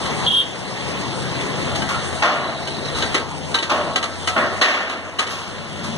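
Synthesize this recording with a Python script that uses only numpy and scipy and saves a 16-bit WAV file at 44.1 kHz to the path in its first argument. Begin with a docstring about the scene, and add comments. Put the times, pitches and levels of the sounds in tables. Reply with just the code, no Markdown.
"""Crane boom on a slow trailer.

Two diesels drone over tyre noise and passing traffic; the hauler's firings clatter, and a car nears
at the end. Loose fittings clank, chatter and ring on, rubbing steel squeals once, steel sings faintly,
the hollow load booms under heavy knocks and a dry joint squeaks. A two-port microphone widens the
stereo image; its gain control ducks the road after each loud sound."""
import sys
import numpy as np
from scipy import signal
from scipy.fft import rfft, irfft, next_fast_len
from scipy.io import wavfile
from scipy.ndimage import uniform_filter1d

SR = 44100
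rng = np.random.default_rng(int(sys.argv[2]) if len(sys.argv) > 2 else 0)


def transcribe(signal):
    """Save signal, clipped to [-1, 1], as a 16-bit WAV file at the path in sys.argv[1]."""
    frames = np.atleast_2d(signal).T
    limited = np.clip(frames, -1, 1)
    pcm = np.round(limited * 32767).astype(np.int16)
    wavfile.write(sys.argv[1], SR, pcm)


N = 263310
TIME = np.arange(N) / SR

# Sound field at the ports: freq_hz, side_db, side_mid_correlation
STEREO_FIELD = [(60, 10, .85), (135, 1, 0.83), (250, -3, 0.77), (484, -5, 0.34), (990, -4, 0.71),
                (1550, 0, 0.6), (3440, 0.5, 0.8), (5070, -.5, 0.26), (10800, 1, 0.28)]
# Blows on loose fittings: start_s, level_db, tilt_db_per_octave, hollow_db, rise_s, t60_s,
# lower_favoured_hz, upper_favoured_hz, bite_db
FITTING_HITS = [(.05, -23.5, -3, 5, 0.011, 0.16, 1950, 3900, -14),
                (1.746, -22, -0.5, -10, 0.016, 0.2, 3700, 4000, -11),
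                (1.816, -21, -3.5, 0, 0.0067, 0.12, 1540, 1950, -16),
                (2.672, -23, -2.5, -17, .003, 0.28, 1540, 4000, 1),
                (2.941, -21, -1, 7.5, 0.051, 0.49, 1254, 4000, -8),
                (3.018, -16.5, -4, -11, 0.008, 0.16, 1540, 4000, 5.5),
                (3.141, -8.5, -3.5, -0.5, 0.011, 0.22, 1100, 1490, -12),
                (3.542, -9.5, -2, 4, 0.0046, 0.23, 920, 1530, 7),
                (3.587, -16.5, -4, -6, 0.0017, 0.15, 1100, 1530, 7.5),
                (3.625, -17, -3, -1, 0.0026, 0.28, 1100, 1540, 7),
                (3.897, -28, -9.5, 0, 0.001, 0.06, 1100, 1330, -12),
                (3.957, -10, -2.5, -3, 0.0029, 0.17, 735, 1320, -14),
                (4.026, -14, -2, 1, 0.0036, 0.19, 1180, 1320, -19),
                (4.272, -13.5, -0.5, 2, 0.0042, 0.18, 735, 1330, -8),
                (4.612, -3.5, -3, -1, 0.0098, 0.14, 1950, 3700, 10),
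                (4.786, -24, -7.5, -6, .005, 0.27, 1100, 1950, -5),
                (4.89, -15.5, -3, 6.5, 0.011, 0.41, 1540, 3000, 2),
                (5.185, -7.5, -1.5, 2.5, 0.0086, 0.26, 1254, 1510, -19.5),
                (5.265, -19, -3.5, -5, 0.005, 0.5, 1330, 1540, -10),
                (5.829, -28, 2, 15, 0.019, 0.46, 1100, 1540, -10)]


def from_db(db):
    """Decibels to gain."""
    return 10 ** (np.asarray(db) / 20)


def unit_rms(x):
    """Scale to unit power."""
    return x / np.sqrt(np.mean(x ** 2) + 1e-20)


def decay(age_s, t60_s):
    """Exponential fall, 60 dB per t60_s."""
    return np.exp(-np.log(1000) * age_s / t60_s)


def bell(hz, centre_hz, width_octaves):
    """Gaussian bump in log frequency."""
    return np.exp(-(np.log2(hz / centre_hz) / width_octaves) ** 2)


def in_time(rows):
    """Each value column of a curve at every sample."""
    time_s, *columns = np.transpose(rows)
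    return [np.interp(TIME, time_s, column) for column in columns]


def at_hz(rows, hz, column=1):
    """Interpolate a column over log frequency."""
    table = np.array(rows)
    return np.interp(np.log(hz), np.log(table[:, 0]), table[:, column])


def drift(rate_hz):
    """Smooth random wander, unit power."""
    step, settle = 40, 2000
    pole = np.exp(-2 * np.pi * rate_hz * step / SR)
    white = rng.standard_normal(N // step + settle + 2)
    slow = signal.lfilter([1], [1, -2 * pole, pole * pole], white)[settle:]
    return np.interp(np.arange(N) / step, np.arange(len(slow)), unit_rms(slow))


def noise_bands(spectrum, side_db_scale=1):
    """Yield centre_hz and mid/side noise for each third octave."""
    edges_hz = 28 * 2 ** (np.arange(28) / 3)
    centres_hz = np.sqrt(edges_hz[1:] * edges_hz[:-1])
    gains = from_db(at_hz(spectrum, centres_hz)) * np.sqrt(centres_hz)
    white = rng.standard_normal((2, 2, N))
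    for k, (hz, gain) in enumerate(zip(centres_hz, gains / np.linalg.norm(gains))):
        band = signal.butter(2, edges_hz[k:k + 2], "band", fs=SR, output="sos")
        mid, independent = signal.sosfilt(band, white[k % 2])
        correlation = at_hz(STEREO_FIELD, hz, column=2)
        side = correlation * mid + np.sqrt(1 - correlation ** 2) * independent
        side *= from_db(side_db_scale * at_hz(STEREO_FIELD, hz))
        yield hz, gain * unit_rms(np.array([mid, side])) / np.sqrt(2)


def resonant_noise(hz, width_hz):
    """Mid/side noise in one resonance, unit power."""
    band = signal.butter(2, [hz - width_hz / 2, hz + width_hz / 2], "band", fs=SR, output="sos")
    return unit_rms(signal.sosfilt(band, rng.standard_normal((2, N))))


def engine(hz, level_db, orders, side_gain, wobble, rough_db):
    """Exhaust pulses as a few unsteady orders; returns sound and cycle count."""
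    cycles = np.cumsum(hz * (1 + wobble * drift(5.4))) / SR
    tone = sum(from_db(db + rough_db * drift(12)) * np.sin(2 * np.pi * (order * cycles + rng.random()))
               for order, db in orders)
    return np.sqrt(2) * from_db(level_db) * tone * np.array([[1], [side_gain]]), cycles


def hauler_diesel():
    """The hauler takes up load and gains speed; returns sound and firing count."""
    # Pull under load: time_s, firing_hz, level_db
    pull = [(0, 85.2, -55.5), (1.55, 84.1, -53), (1.75, 86.5, -40.5), (2.45, 86.9, -47), (3, 88.2, -46.5),
            (3.6, 89.45, -46.5), (4.2, 90.9, -42.5), (5.2, 93, -44.5), (5.97, 95, -45)]
    # Exhaust orders: firing_multiple, level_db
    orders = [(1, 2), (2, -6.5), (3, -18), (4, -16)]
    firing_hz, level_db = in_time(pull)
    return engine(firing_hz, level_db, orders, side_gain=1.9, wobble=0.0168, rough_db=2)


def second_diesel(start_hz=58.75, hz_per_s=5, leaves_s=3.6, fade_db_per_s=14):
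    """A second engine speeds up steadily, then fades away."""
    # Exhaust orders: firing_multiple, level_db
    orders = [(1, -16), (2, 7.5), (3, 4)]
    level_db = -51 - fade_db_per_s * np.maximum(TIME - leaves_s, 0)
    firing_hz = start_hz + hz_per_s * TIME
    return engine(firing_hz, level_db, orders, side_gain=1, wobble=0.0045, rough_db=4)[0]


def diesel_clatter(firings, uneven_db=6, alternate_db=4):
    """Envelope of one dying burst per firing; strong and weak cylinders alternate."""
    count = firings.astype(int)
    strength_db = uneven_db * rng.uniform(-1.4, 1, size=1000)[count] + alternate_db * (count % 2)
    return unit_rms(from_db(strength_db) * np.exp(-0.94 * (firings % 1)))


def road_noise(clatter, level_db=-24.5, rumble_hz=228, roar_hz=1020, hiss_hz=3630):
    """Traffic rumble and tyre roar; diesel clatter takes a growing share toward the treble."""
    # Road spectrum: freq_hz, density_db
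    spectrum = [(30, -39), (60, -3.5), (100, -4), (150, 1), (250, -3), (450, -3), (750, -6), (1500, -14),
                (2100, -10.5), (3000, -13), (4200, -16.5), (6500, -24), (9500, -22), (11500, -73)]
    # Rumble of passing traffic: time_s, level_db
    rumble = [(0, 1.5), (.22, 2), (.55, -3), (1.25, 0), (1.72, 2), (1.88, -4.5), (2.9, -0.5), (4.1, -8.5),
              (5.6, -3.5), (5.97, -2.5)]
    # Tyre roar and hiss: time_s, level_db
    tyres = [(0, 2.5), (.25, 3), (.6, -0.5), (.92, 0.5), (1.75, 1.5), (2.7, 0), (3, 1), (3.4, -2),
             (4.5, 0.5), (5.05, -1.5), (5.97, -1.5)]
    (rumble_db,), (tyres_db,) = in_time(rumble), in_time(tyres)
    out = np.zeros((2, N))
    for hz, noise in noise_bands(spectrum):
        tyre_share = at_hz([(rumble_hz, 0), (roar_hz, 1)], hz)
        clatter_share = 0.14 * at_hz([(rumble_hz, 0), (roar_hz, 0.5), (hiss_hz, 1)], hz)
        band_db = level_db + (1 - tyre_share) * rumble_db + tyre_share * tyres_db + 2 * drift(8.2)
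        out += noise * from_db(band_db) * np.sqrt(1 - clatter_share + clatter_share * clatter ** 2)
    return out


def chatter(age_s, rise_s, count=4, gap_s=0.006, loss_db=3.5, crack_s=0.004):
    """Crack envelope of loose steel touching at uneven gaps, each time weaker."""
    gaps_s = gap_s * rng.uniform(0.57, 2.8, count)
    since_s = age_s - rise_s - (np.cumsum(gaps_s) - gaps_s[0])[:, None]
    gains = from_db(-loss_db * np.arange(count))[:, None]
    cracks = gains * (since_s > 0) * np.exp(-np.abs(since_s) / crack_s)
    return np.maximum(cracks.max(axis=0), age_s <= rise_s)


def twin_mode(age_s, hz, t60_s, max_split_hz=16.36, twin_db=-2.5):
    """Two close modes beat as they die; mid/side."""
    pair_hz = np.array([hz, hz + max_split_hz * rng.uniform(-0.946, 1)])
    first, twin = np.sin(2 * np.pi * (pair_hz[:, None, None] * age_s + rng.random((2, 2, 1))))
    return (first + from_db(twin_db) * twin) * decay(age_s, t60_s)


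def struck_steel(hits, spectrum, modes, wash_db, pivot_hz, damping_exponent, rattle_db,
                 tail_db, tail_t60_s, side_db_scale, clang_db=0, modes_db=-14.5, favour_db=5):
    """Blows excite a dense wash of modes, dying sooner in the treble, and a few clear ones."""
    out = np.zeros((2, N))
    rattle = from_db(rattle_db * np.tanh(drift(77)))
    starts_s, level_db, tilt_db_per_octave, hollow_db, rises_s, t60s_s, lower_hz, upper_hz, _ = (
        np.transpose(hits))
    starts = np.round(starts_s * SR).astype(int)
    contacts = [chatter(TIME[:SR], rise_s) for rise_s in rises_s]

    def hit_gains(hz):
        """Gain of every blow at one frequency."""
        body_db = hollow_db * bell(hz, 970, 0.63) + clang_db * bell(hz, 1810, 0.39)
        return from_db(level_db + tilt_db_per_octave * np.log2(hz / pivot_hz) + body_db)

    for hz, noise in noise_bands(spectrum, side_db_scale):
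        power = np.zeros(N)
        for at, gain, rise_s, t60_s, contact in zip(starts, hit_gains(hz), rises_s, t60s_s, contacts):
            age_s = TIME[:min(SR, N - at)]
            attack = gain * np.minimum(age_s / rise_s, 1)
            crack = from_db(-5.5) * np.sqrt(hz / 3980) * contact[:len(age_s)]
            ring = decay(age_s, t60_s / (hz / pivot_hz) ** damping_exponent)
            tail = from_db(tail_db) * decay(age_s, tail_t60_s)
            power[at:at + len(age_s)] += attack ** 2 * (crack ** 2 + ring ** 2 + tail ** 2)
        out += from_db(wash_db) * noise * np.sqrt(power) * rattle
    for hz, mode_db, t60_s in modes:
        # Each blow lands elsewhere and favours other modes.
        nearness = bell(hz, lower_hz, 0.038) + bell(hz, upper_hz, 0.038)
        scatter_db = rng.uniform(-3, 0.71, len(hits))
        gains = hit_gains(hz) * from_db(modes_db + mode_db + favour_db * nearness + scatter_db)
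        mid_side = np.array([[1], [from_db(side_db_scale * at_hz(STEREO_FIELD, hz))]])
        for at, gain, rise_s in zip(starts, gains, rises_s):
            age_s = TIME[:min(int(t60_s * SR), N - at)]
            attack = gain * np.minimum(age_s / rise_s, 1)
            out[:, at:at + len(age_s)] += mid_side * attack * twin_mode(age_s, hz, t60_s)
    return out


def fitting_clanks():
    """Loose fittings strike and ring briefly."""
    # Fitting wash: freq_hz, density_db
    spectrum = [(120, -30), (250, -8), (500, -2.5), (900, -9.5), (1500, -3), (2300, 5), (3100, 2),
                (3900, 2), (5200, -3.5), (6800, -5.5), (9000, -6.5), (11500, -30)]
    # Fitting modes: freq_hz, level_db, t60_s
    modes = [(739, -8.5, 0.41), (919, -12.5, 0.72), (1086, -8, 0.36), (1184, -6.5, 0.28), (1247, -4, 0.26),
             (1314, -7.5, 0.47), (1575, -1.5, 0.28), (1956, 0, 0.23), (3002, 12.5, 0.087),
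             (3350, -13, 0.11), (3730, -12, 0.089), (3990, 5, 0.1), (6600, -2.5, 0.13)]
    return struck_steel(FITTING_HITS, spectrum, modes, wash_db=1, pivot_hz=2300, damping_exponent=0.17,
                        rattle_db=2, tail_db=-29, tail_t60_s=0.6, side_db_scale=3)


def fitting_bite(centre_hz=3720, width_hz=480, spread_hz=220, fall_hz=500, fall_s=0.007, t60_s=0.14):
    """Hard contact snaps a shrill resonance that starts high and sinks to a pitch of its own."""
    power, hz = 0, centre_hz
    for start_s, level_db, _, _, rise_s, *_, bite_db in FITTING_HITS:
        age_s = np.maximum(TIME - start_s, 0)
        attack = from_db(level_db + bite_db) * np.minimum(age_s / rise_s, 1)
        power += (attack * decay(age_s, t60_s)) ** 2
        settled_hz = centre_hz + spread_hz * rng.uniform(-1, 1)
        hz = np.where(age_s > 0, settled_hz + fall_hz * np.exp(-age_s / fall_s), hz)
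    phase = 2 * np.pi * np.cumsum(hz) / SR
    shrill = [drift(width_hz / 2) * np.cos(phase) + drift(width_hz / 2) * np.sin(phase)
              for _ in ("mid", "side")]
    return from_db(-11.5) * np.sqrt(power) * unit_rms(np.array(shrill))


def steel_squeal(pitch_hz=3294, sag_hz_per_s=410, jitter_hz=12, flutter_db=2.5, rasp_knee_db=-17.5):
    """Slipping steel gives a fluttering tone and hoarse overtone; a rasp takes over as they weaken."""
    # Slips of the steel: peak_s, level_db, swell_s, fade_s
    slips = [(.266, -20, 0.0032, 0.0055), (.282, -7.5, 0.0094, 0.011), (.345, -11.5, .045, .02),
             (0.379, -6, 0.016, 0.039)]
    # Rasp resonances: centre_hz, width_hz, level_db
    resonances = [(2860, 300, 2), (3065, 180, 7.5), (3305, 70, 5.5), (3415, 65, 4.5), (3590, 60, 2),
                  (3720, 120, 0)]
    power = 1e-12
    for peak_s, db, swell_s, fade_s in slips:
        age_s = TIME - peak_s
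        slip = np.exp(-(age_s / np.where(age_s < 0, swell_s, fade_s)) ** 2)
        tail = (age_s > 0) * from_db(-13.5) * decay(np.abs(age_s), t60_s=0.43)
        power += from_db(db) ** 2 * (slip ** 2 + tail ** 2)
    level_db = 10 * np.log10(power)
    tone_hz = pitch_hz - sag_hz_per_s * (TIME - slips[0][0]) + jitter_hz * drift(83)
    phase = 2 * np.pi * np.cumsum(tone_hz) / SR
    flutter = from_db(flutter_db * np.tanh(drift(90)))
    tone = unit_rms(np.sin(phase) * flutter) * np.array([[1], [0.86]])
    rasp = unit_rms(sum(from_db(db) * resonant_noise(hz, width_hz) for hz, width_hz, db in resonances))
    rasp_db = -3.5 - 0.88 * np.maximum(level_db - rasp_knee_db, 0)
    overtone = resonant_noise(3 * pitch_hz, width_hz=1100)
    return from_db(level_db) * (from_db(-5.5) * tone + from_db(rasp_db) * rasp + from_db(-26) * overtone)


def steel_ringing(fade_s=0.03, flicker_db=3.5):
    """A struck fitting rings on near 1.3 kHz after two clanks; elsewhere steel sings faintly."""
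    # Held resonances: start_s, end_s, pitch_hz, width_hz, level_db
    resonances = [(1.885, 2.015, 1343, 90, -29), (2.35, 3.046, 4000, 600, -36), (3.94, 4.2, 1324, 30, -37),
                  (4.266, 4.398, 1310, 30.2, -32)]
    flicker = unit_rms(from_db(flicker_db * np.tanh(drift(28))))
    out = np.zeros((2, N))
    for start_s, end_s, pitch_hz, width_hz, level_db in resonances:
        gate = np.clip(np.minimum(TIME - start_s, end_s - TIME) / fade_s, 0, 1)
        out += from_db(level_db) * gate * resonant_noise(pitch_hz, width_hz)
    return flicker * out / np.sqrt(2)


def girder_booms():
    """Heavy knocks set the hollow steel load ringing."""
    # Knocks: start_s, level_db, tilt_db_per_octave, hollow_db, rise_s, t60_s,
    # lower_favoured_hz, upper_favoured_hz, clang_db
    knocks = [(1.888, -27, 7, 5.5, .002, 0.67, 1096, 1397, 0.5),
              (2.221, -3.5, 0.7, -2, 0.0063, 1.05, 678, 1045, -1),
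              (3.693, -9.5, 1.8, -1.5, 0.0064, 0.9, 1104, 1249, -8),
              (3.712, -10.5, -3, -4, 0.0067, 0.76, 610, 1045, -5),
              (4.360, -10.5, -2.5, -2, 0.007, 0.8, 580, 1340, 2),
              (4.375, -12, -0.5, -4, 0.0046, 0.62, 1075, 1874, 4.5),
              (4.611, 2, 2, -5, 0.0081, 1.37, 652, 1830, 1), (5.187, -23, 1, -1, 0.0098, .8, 1220, 1574, 9),
              (5.29, -22.5, 7, 5, 0.025, 1.47, 1340, 1593, -5)]
    # Girder wash: freq_hz, density_db
    spectrum = [(120, -25), (250, -7.5), (420, -7), (620, -1.5), (850, -4), (1150, -0.5), (1800, -5.5),
                (2300, -1), (3000, -8.5), (4200, -14), (6000, -20.5), (10000, -38)]
    # Girder modes: freq_hz, level_db, t60_s
    modes = [(237.6, -11, 1.9), (325.5, -10, 0.87), (381, -11, .8), (563, -8, 1), (594, 3.5, 0.71),
             (608, 0, 0.58), (645, -6, 2), (675, -6.5, 1.87), (744, -5, 1.2), (815, -3.5, 0.44),
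             (850, 2.5, 0.25), (959, -3, 0.54), (1050, -8, 0.52), (1075, 1, 0.78), (1108, 0, 0.83),
             (1140, -1, 0.56), (1172, -3, 0.38), (1230, -3, 0.75), (1267, -5, 0.79), (1328, -5, 0.67),
             (1400, 2, 0.46), (1435, -6.5, 0.84), (1493, -7.5, 0.69), (1570, -3.5, 0.45),
             (1700, -5.5, 0.69), (1680, -12, .55), (1805, -6.5, 0.98), (1836, -4.5, 0.74),
             (1910, -5.5, 0.76), (2920, -12, 1.3), (3850, -24.5, 2.2)]
    return struck_steel(knocks, spectrum, modes, wash_db=-3, pivot_hz=1170, damping_exponent=0.38,
                        rattle_db=1.5, tail_db=-27, tail_t60_s=0.96, side_db_scale=3.1,
                        clang_db=np.transpose(knocks)[-1])


def joint_squeaks(pitch_hz=3995, jitter_hz=90, half_length_s=0.0053):
    """A dry joint slips in short, scratchy chirps around one pitch."""
    # Slips of the joint: peak_s, level_db
    slips = [(2.448, -31), (2.483, -26.5), (2.585, -33), (2.72, -31), (2.75, -27.5), (2.852, -27),
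             (2.887, -27), (2.955, -30)]
    envelope = sum(from_db(db) * np.exp(-((TIME - peak_s) / half_length_s) ** 2) for peak_s, db in slips)
    phase = 2 * np.pi * np.cumsum(pitch_hz + jitter_hz * drift(120)) / SR
    return envelope * np.array([np.sin(phase), np.cos(phase)])


def approaching_car(cycle_hz=25.3, arrives_s=5.88, growth_db_per_s=29):
    """A car's engine grows louder as it nears."""
    # Exhaust orders: cycle_multiple, level_db
    orders = [(6, 3.5), (7, 1), (8, 1), (9, 3), (16, -22), (23, 2)]
    level_db = -40.5 - growth_db_per_s * np.maximum(arrives_s - TIME, 0)
    return engine(cycle_hz, level_db, orders, side_gain=0.11, wobble=0.0143, rough_db=2.5)[0]


def side_lead(side):
    """Low sound from one side reaches the ports out of step, so side leads mid."""
    # Side phase: freq_hz, lead_rad
    lead = [(10, 0), (60, 1.05), (140, .75), (250, .5), (450, .7), (700, .8), (1200, 0)]
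    size = next_fast_len(N + SR // 10)
    hz = np.arange(size // 2 + 1) * SR / size
    return irfft(rfft(side, size) * np.exp(1j * at_hz(lead, hz + 1)), size)[:N]


def widen(stereo):
    """Each port has the other subtracted, a port distance later, which widens and combs the sound."""
    # Port crossfeed: freq_hz, share, delay_s
    crossfeed = [(250, 0, .0004), (600, .45, .0004), (1100, .96, .0004), (2470, .97, .000405),
                 (3730, .88, .000403), (5020, .78, .000398), (6220, .8, .000402), (7680, .92, .00039),
                 (8970, .95, .00039), (10100, .97, .000395)]
    size = next_fast_len(N + SR // 10)
    hz = np.arange(size // 2 + 1) * SR / size
    share, delay_s = at_hz(crossfeed, hz + 1), at_hz(crossfeed, hz + 1, column=2)
    ports = rfft(stereo, size)
    opposite = np.exp(-2j * np.pi * hz * delay_s) * ports[::-1]
    return irfft((ports - share * opposite) / np.sqrt(1 + share ** 2), size)[:, :N]


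def gain_control(x, threshold_db=-15, share=0.79, attack_s=0.012, recovery_db_per_s=9.5, ceiling=0.88):
    """Loud sounds push the gain down fast and it creeps back; overshoot is clipped."""
    window = int(attack_s * SR)
    power = np.maximum(uniform_filter1d(x ** 2, window).max(axis=0), 1e-12)
    excess_db = np.maximum(10 * np.log10(power) - threshold_db, 0)
    recovered_db = recovery_db_per_s * TIME
    duck_db = np.maximum.accumulate(share * excess_db + recovered_db) - recovered_db
    return np.clip(x * from_db(uniform_filter1d(-duck_db, window)), -ceiling, ceiling)


def scene():
    """Sum the sources as mid/side; return left/right."""
    hauler, firings = hauler_diesel()
    engines = hauler + second_diesel() + approaching_car()
    blows = girder_booms() + fitting_clanks()
    road = road_noise(diesel_clatter(firings))
    mid, side = engines + road + blows + fitting_bite() + joint_squeaks() + steel_squeal() + steel_ringing()
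    side = side_lead(side)
    return np.array([mid + side, mid - side])


def record(dry):
    """Two-port microphone: widening, gain control, steep treble cut."""
    cutoff_hz = 11600
    lowpass = signal.ellip(10, 0.1, 90, cutoff_hz, fs=SR, output="sos")
    return signal.sosfilt(lowpass, gain_control(widen(dry)))


dry = scene()
out = record(dry)
transcribe(out)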